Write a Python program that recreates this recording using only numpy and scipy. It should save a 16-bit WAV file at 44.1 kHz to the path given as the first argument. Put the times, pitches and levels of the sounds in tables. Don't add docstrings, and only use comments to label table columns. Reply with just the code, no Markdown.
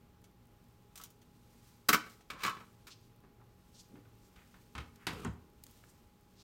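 import sys
import numpy as np
from scipy import signal
from scipy.fft import rfft, irfft, next_fast_len
from scipy.io import wavfile
from scipy.ndimage import uniform_filter1d

SR = 44100
rng = np.random.default_rng(int(sys.argv[2]) if len(sys.argv) > 2 else 0)


def generate_wav(signal):
    frames = np.transpose(np.atleast_2d(signal))
    scaled = np.clip(frames, -1, 1) * 32767
    pcm = np.round(scaled).astype(np.int16)
    wavfile.write(sys.argv[1], SR, pcm)


N = 289677
TIME = np.arange(N) / SR
AGE = TIME[:12288]
BINS = np.fft.rfftfreq(len(AGE), 1 / SR)


# frequency_hz, gain_db
RACK_SPECTRUM = [(60, -23), (200, -10.5), (550, -14.5), (850, -14), (1200, 1.5), (2000, -6.5), (3000, -5),
                 (4500, -7), (6000, -6), (8000, -10), (15500, -7)]
# pitch_hz, gain_db, t60_s
RACK_MODES = [(985, -7.5, .14), (1132, -3, 0.14), (1294, -1.5, 0.098), (1295, 1, .11), (1443, -3, 0.086),
              (1516, -6, 0.13), (1652, -8.5, 0.077), (1670, -5.5, 0.037), (1930, -7.5, 0.046),
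              (2090, -6.5, .07), (2226, -5, 0.09), (2340, -4.5, 0.052), (2606, -8, .09),
              (3320, -9.5, 0.052), (3905, -6.5, 0.12)]
# pitch_hz, gain_db, t60_s
SHELF_MODES = [(165, -14.5, .12), (206, -4, 0.064), (235, -1.5, 0.11), (305, -5.5, 0.15), (419, -9.5, 0.11),
               (704, -8.5, 0.091)]
# start_s, level_db, tilt_db_per_octave, ring_db, favoured_hz
TRAY_LANDINGS = [(.998, -59, -2.5, 1.5, 1200), (1.889, -23, -2, -5, 1450), (1.931, -26.5, -2.5, 1.5, 2050),
                 (1.944, -29.5, -3.5, -0.5, 1330), (2.064, -56, -9, -2, 1250)]
def tray_landings():
    out, rack = np.zeros(N), body(RACK_SPECTRUM, ripple_db=1.5)
    hardest_db = max(db for _, db, *_ in TRAY_LANDINGS)
    for s, db, tilt_db, ring_db, favoured_hz in TRAY_LANDINGS:
        modes = favour(RACK_MODES, favoured_hz, octaves=0.42)
        rim = s - 0.0027, db - 5.5, tilt_db + 3.5
        base = s, db, tilt_db
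        for at, part_db, part_tilt_db in (rim, base):
            blow = part_db, part_tilt_db, contact(db, rise_s=0.0009), ring_db
            add(out, at, strike(blow, rack, modes, t60_s=0.097, treble_loss=0.18, crack=0.28))
        shelf_db = -33.5 + 1.5 * (db - hardest_db)
        add(out, s, amp(shelf_db) * ring(SHELF_MODES, rise_s=0.01))
    return out


# frequency_hz, gain_db
FOIL_SPECTRUM = [(200, -46), (700, -7), (1200, -14), (2200, -3.5), (3100, 1), (4500, 2.5), (6200, 7),
                 (8500, 7), (15000, 8)]
# pitch_hz, gain_db, t60_s
RIM_MODES = [(3110, -6, 0.079), (5760, 0, .06), (6800, -4, .06)]
# start_s, level_db, tilt_db_per_octave
FOIL_SNAPS = [(.24, -65, -6), (0.956, -53, -4.5), (.975, -52, -2.5), (1.013, -54.5, -6),
              (1.0363, -49, -1.5), (1.054, -64.5, -8), (1.102, -64, 1), (1.216, -68.5, -7),
              (2.097, -63, -5), (2.207, -66, -10)]
def foil_snaps():
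    out, foil = np.zeros(N), body(FOIL_SPECTRUM, ripple_db=0.5)
    ring_db, ping_db = -14, -14
    for s, db, tilt_db in FOIL_SNAPS:
        blow = db, tilt_db, contact(db, rise_s=0.00066), ring_db
        add(out, s, strike(blow, foil, RACK_MODES, t60_s=0.16, treble_loss=0.29, crack=1.4))
        add(out, s, amp(db + ping_db) * ring(RIM_MODES, rise_s=0.001))
    return out


# frequency_hz, gain_db
DOOR_SPECTRUM = [(60, -2.5), (300, 4), (600, -7.5), (1200, 3), (2500, -3), (4500, -8.5), (7000, -15.5),
                 (11000, -18), (15500, -33)]
# pitch_hz, gain_db, t60_s
DOOR_MODES = [(252, -6.5, 0.1), (310, -19, 0.091), (391, -13.5, 0.17), (470, -7.5, 0.14), (731, -5, 0.19),
              (975, 1, 0.1), (1075, -2, 0.14), (1270, -6, 0.11), (1490, -1, 0.13)]
# pitch_hz, gain_db, t60_s
CABINET_MODES = [(63.6, -3, 0.2), (76.1, -5, 0.24), (99.3, -5.5, 0.11), (113, -6.5, 0.17), (157, 2, 0.11),
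                 (189, -5, 0.13), (240.6, -1.5, 0.1), (310, -8, 0.087), (385, 0, 0.078)]
# start_s, level_db, tilt_db_per_octave, thump_db, favoured_hz
DOOR_KNOCKS = [(3.237, -60, -7, -68, 280), (3.955, -62, -4, -60, 262), (4.051, -68.5, -2.5, -78, 200),
               (4.359, -62, 0.5, -86, 200), (4.541, -60.5, -1.5, -68.5, 200),
               (4.7514, -45.5, -1.5, -47.5, 70.6), (4.779, -44, 0, -43.5, 84),
               (5.068, -34.5, 2.16, -51, 290), (5.105, -48.5, -1.5, -51, 160), (5.193, -53, -10, -64, 150),
               (5.2485, -40, -4.5, -40.5, 280), (5.26, -45.5, -16, -33, 127)]
def door():
    knocks, boom, skin = np.zeros(N), np.zeros(N), body(DOOR_SPECTRUM, ripple_db=-1.5)
    ring_db = -11
    for start, level_db, tilt_db, thump_db, favoured_hz in DOOR_KNOCKS:
        for s, db in rebounds(start, level_db, gap_s=0.018, loss_db=10.5, count=2):
            blow = db, tilt_db, contact(db, rise_s=0.0005), ring_db
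            add(knocks, s, strike(blow, skin, DOOR_MODES, t60_s=0.19, treble_loss=0.67, crack=0.43))
        modes = favour(CABINET_MODES, favoured_hz, octaves=0.73)
        add(boom, start, amp(thump_db) * ring(modes, rise_s=1.3 / favoured_hz))
    return room(knocks, wet_db=-11.5, build_s=0.013) + room(boom, wet_db=-11.5, build_s=0.0059)


# frequency_hz, gain_db
TONG_SPECTRUM = [(60, -13.5), (160, -2), (350, -2.5), (750, -4.5), (1250, 5), (2200, 2.5), (3500, -2.5),
                 (6000, -7.5), (10000, -11.5), (15000, -15.5)]
# pitch_hz, gain_db, t60_s
TONG_MODES = [(1043, 2, 0.16), (1104, 13, 0.098), (1167, 7, 0.1), (1236, -2, 0.13), (1303, 8.5, .11),
              (1430, -8, .09), (1550, 0, 0.11), (1879, -22, .12), (1960, -8, 0.14), (2980, 2, 0.068)]
# start_s, level_db, tilt_db_per_octave, ring_db
TONG_HITS = [(2.301, -41.5, -.5, -17), (2.4342, -35, 0.5, -18), (2.4488, -34.5, -2, -4),
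             (2.463, -37.5, -0.5, -2), (2.478, -42, -1.5, 9), (2.494, -43, -0.5, -1.5),
             (2.566, -52, -5.5, -18), (2.603, -53, -6.5, -18), (2.8685, -53.5, 3.5, -18),
             (2.877, -58, 3.5, -11)]
# time_s, level_db, tilt_db_per_octave
SKITTER = [(2.32, -58.5, -18), (2.385, -59.5, -1.5), (2.43, -48, 1)]
def tongs():
    out, steel = np.zeros(N), body(TONG_SPECTRUM, ripple_db=2.5)
    blows = []
    for start, level_db, tilt_db, ring_db in TONG_HITS:
        for s, db in rebounds(start, level_db, gap_s=0.02, loss_db=15.5, count=1):
            blows.append((s, db, tilt_db, ring_db))
    taps_per_s, tap_ring_db = 120, -3
    times, levels, tilts = np.transpose(SKITTER)
    taps = np.arange(times[0], times[-1], 1 / taps_per_s)
    for s in taps + rng.uniform(-0.5, 0.5, len(taps)) / taps_per_s:
        blows.append((s, np.interp(s, times, levels), np.interp(s, times, tilts), tap_ring_db))
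    for s, db, tilt_db, ring_db in blows:
        blow = db, tilt_db, contact(db, rise_s=0.0016), ring_db
        add(out, s, strike(blow, steel, TONG_MODES, t60_s=0.12, treble_loss=0.25, crack=0.49))
    return out


# frequency_hz, gain_db
SCRAPE_SPECTRUM = [(35, -40), (60, 0), (113, -1), (164, -3.5), (371, -15), (408, -2), (732, -31.5),
                   (1280, -12), (1910, -37), (2350, -20), (5090, -32.5), (11500, -34), (16000, -40)]
# time_s, level_db
SLIDE_ENVELOPE = [(5.07, -62), (5.09, -50), (5.125, -45.5), (5.16, -48), (5.2, -49.5), (5.245, -49.5),
                  (5.27, -67)]
# start_s, level_db, centre_hz, width_octaves
HANDLE_CLICKS = [(4.959, -62, 5540, 1.1), (5.248, -48.5, 7350, 0.36), (5.6376, -48.5, 10870, 1.5),
                 (5.666, -57, 4940, 1.3), (5.711, -62, 13000, .7), (5.838, -59.5, 1290, 0.75)]
def latch():
    slide_db = np.interp(TIME, *np.transpose(SLIDE_ENVELOPE), left=-200, right=-200)
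    scrape = unit(colour(grains(N, spread_db=2.0), SCRAPE_SPECTRUM))
    out = scrape * amp(slide_db + 3.14 * drift(per_s=42))
    for s, db, hz, octaves in HANDLE_CLICKS:
        click = band(rng.standard_normal(len(AGE)), hz, octaves) * np.exp(-AGE / 0.0028)
        onset_rms = np.sqrt(np.mean(click[:256] ** 2))
        add(out, s, amp(db) * click / onset_rms)
    return out


# middle_s, length_s, level_db, centre_hz
GLOVE_RUBS = [(2.92, 0.069, -57, 4130), (3.043, 0.061, -73, 4460), (3.415, 0.084, -67, 980),
              (3.767, 0.079, -60.5, 4910), (3.803, 0.057, -57.5, 5360), (3.954, .15, -58, 280),
              (4.253, 0.11, -73, 6000), (4.411, .16, -66.5, 1890), (5.029, 0.22, -67, 1620),
              (5.894, 0.09, -66, 7000), (6.405, 0.13, -65, 4260)]
def glove():
    out = np.zeros(N)
    for s, length, db, hz in GLOVE_RUBS:
        slips = band(grains(size=32768, spread_db=3.5), hz, octaves=0.6)
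        swell = np.hanning(int(length * SR))
        add(out, s - length / 2, amp(db) * swell * slips[:len(swell)])
    return out * amp(1.8 * drift(per_s=30))


# time_s, level_db
SLEEVE_ENVELOPE = [(0, -97), (.7, -80.5), (1.3, -79.5), (1.69, -67.5), (1.85, -78), (2.12, -65.5),
                   (2.25, -80), (2.6, -68.5), (2.78, -77.5), (3.05, -75), (3.25, -97), (3.75, -71.5),
                   (4.05, -80), (4.5, -72), (5.05, -76.5), (5.5, -84), (5.72, -68), (6.1, -80.5),
                   (6.4, -76.5)]
def sleeve():
    fibres = band(grains(next_fast_len(N), spread_db=2.5), hz=4300, octaves=1.7)[:N]
    motion_db = np.interp(TIME, *np.transpose(SLEEVE_ENVELOPE))
    return fibres * amp(motion_db + 1.3 * drift(per_s=30))


# frequency_hz, gain_db
AIR_SPECTRUM = [(12, -31.5), (20, 0), (113, -3.5), (387, -12.5), (756, -23), (822, -18), (894, -21.5),
                (1030, -20), (1440, -24), (1560, -27), (2810, -29), (4920, -33.5), (10200, -39),
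                (14600, -33.5), (15900, -41)]
# pitch_hz, level_db, unsteadiness_ratio
FAN_TONES = [(115.2, -70.5, 0.6), (184.4, -74.5, 0.3), (236.5, -75.5, .7), (407, -80.5, .5),
             (447, -83.5, 0.8)]
def ventilation():
    air = amp(-63.81) * unit(colour(rng.standard_normal(N), AIR_SPECTRUM)) * amp(0.5 * drift(per_s=3))
    for hz, db, unsteady in FAN_TONES:
        wander = 2 * unsteady * drift(per_s=2.7)
        swell = 1 + unsteady * drift(per_s=3.5)
        air += amp(db) * unit(swell * np.sin(2 * np.pi * hz * TIME + wander))
    whine_hz = 828.6
    whine = np.sin(2 * np.pi * whine_hz * TIME + 0.45 * drift(per_s=2.5))
    return air + amp(-78.5) * unit(whine)


def faint_ticks(per_s, db, hz):
    clicks = (rng.random(N) < per_s / SR) * rng.uniform(-1, 1, N)
    highpass = signal.butter(1, hz, "highpass", fs=SR, output="sos")
    return amp(db) * unit(signal.sosfilt(highpass, clicks))


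# frequency_hz, t60_s
ROOM_DECAY = [(100, .4), (500, 0.47), (1300, 0.36), (5000, 0.34), (14000, 0.19)]
def room(x, wet_db, build_s):
    tail = fade(rng.standard_normal(SR // 2), lambda hz: read(ROOM_DECAY, hz))
    tail *= 1 - np.exp(-(TIME[:len(tail)] / build_s) ** 2)
    return x + amp(wet_db) * signal.fftconvolve(x, tail / np.linalg.norm(tail))[:N]


def strike(blow, body_db, modes, t60_s, treble_loss, crack):
    db, tilt_db, rise_s, ring_db = blow
    spectrum_db = body_db + tilt_db * np.log2(1 + BINS / 500)
    dense = irfft(rfft(rng.standard_normal(len(AGE))) * amp(spectrum_db))
    dense = fade(dense, lambda hz: t60_s / (1 + hz / 2000) ** treble_loss)
    attack = (1 - np.exp(-AGE / rise_s)) * (1 + crack * np.exp(-AGE / 0.002))
    return amp(db) * (unit_blow(dense * attack) + amp(ring_db) * ring(modes, rise_s))


def ring(modes, rise_s):
    hz, db, t60 = np.transpose(modes)[:, :, None]
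    phase, boost, detune = rng.random((3, len(hz), 1))
    hz = hz * (1 + 0.016 * (detune - 0.5))
    waves = amp(db + 2 * boost - 60 * AGE / t60) * np.sin(2 * np.pi * (hz * AGE + phase))
    return unit_blow(waves.sum(0) * (1 - np.exp(-AGE / rise_s)))


def body(spectrum, ripple_db):
    ripple = uniform_filter1d(uniform_filter1d(rng.standard_normal(len(BINS)), size=28), size=20)
    return read(spectrum, BINS) + ripple_db * unit(ripple) * np.minimum(BINS / 2000, 1)


def favour(modes, centre_hz, octaves):
    return [(hz, db - 4 * (np.log2(hz / centre_hz) / octaves) ** 2, t60) for hz, db, t60 in modes]


def contact(db, rise_s):
    return rise_s * 2 ** ((-40 - db) / 24)


def rebounds(s, db, gap_s, loss_db, count):
    gaps = gap_s * (0.5 + rng.random(count))
    return zip(s + np.append(0, np.cumsum(gaps)), db - loss_db * np.arange(count + 1))


def grains(size, spread_db):
    return rng.standard_normal(size) * amp(spread_db * np.minimum(rng.exponential(1, size), 5))


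def drift(per_s):
    t = np.arange(4096) / 600
    lowpass = np.exp(-np.fft.rfftfreq(len(t), t[1]) / per_s)
    slow = irfft(rfft(rng.standard_normal(len(t))) * lowpass)
    return unit(np.interp(TIME, t, slow))


def fade(x, t60_at):
    hz, t, frames = signal.stft(x, SR, nperseg=128)
    return signal.istft(frames * amp(-60 * t / t60_at(hz)[:, None]), SR)[1][:len(x)]


def band(x, hz, octaves):
    distance = np.log2((np.fft.rfftfreq(len(x), 1 / SR) + 1) / hz) / octaves
    return unit(irfft(rfft(x) * np.exp(-0.5 * distance ** 2), len(x)))


def colour(x, spectrum):
    size = next_fast_len(len(x))
    gain = amp(read(spectrum, np.fft.rfftfreq(size, 1 / SR)))
    return irfft(rfft(x, size) * gain, size)[:len(x)]


def read(points, hz):
    table_hz, value = np.transpose(points)
    return np.interp(np.log(hz + 1), np.log(table_hz + 1), value)


def add(mix, s, sound):
    part = mix[max(round(s * SR), 0):][:len(sound)]
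    part += sound[:len(part)]


def amp(db):
    return 10 ** (np.asarray(db) / 20)


def unit(x):
    return x / np.sqrt(np.mean(x ** 2) + 1e-20)


def unit_blow(x):
    return x / np.sqrt(np.sum(x ** 2) * 50 / SR + 1e-20)


# frequency_hz, gain_db
MICROPHONE_RESPONSE = [(8500, -0.5), (10500, -4), (12500, 0.5), (15000, -1)]
def scene():
    oven = room(tray_landings() + foil_snaps(), wet_db=-18.5, build_s=0.018)
    bench = room(tongs(), wet_db=-16.0, build_s=0.023)
    hand = room(latch() + sleeve() + glove(), wet_db=-12.0, build_s=0.019)
    background = ventilation() + faint_ticks(per_s=12, db=-87.5, hz=10930)
    return (colour(oven + bench + door() + hand, MICROPHONE_RESPONSE) + background)[None]


def record(dry):
    low_hz, high_hz, stop_s = 34, 16050, 6.43
    lean = signal.sosfilt(signal.butter(2, low_hz, "highpass", fs=SR, output="sos"), dry)
    gate = np.clip((stop_s - TIME) * 200, 0, 1)
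    lowpass = signal.firwin(511, high_hz, window=("kaiser", 9), fs=SR)
    return signal.oaconvolve(lean * gate, lowpass[None], "same")


dry = scene()
out = record(dry)
generate_wav(out)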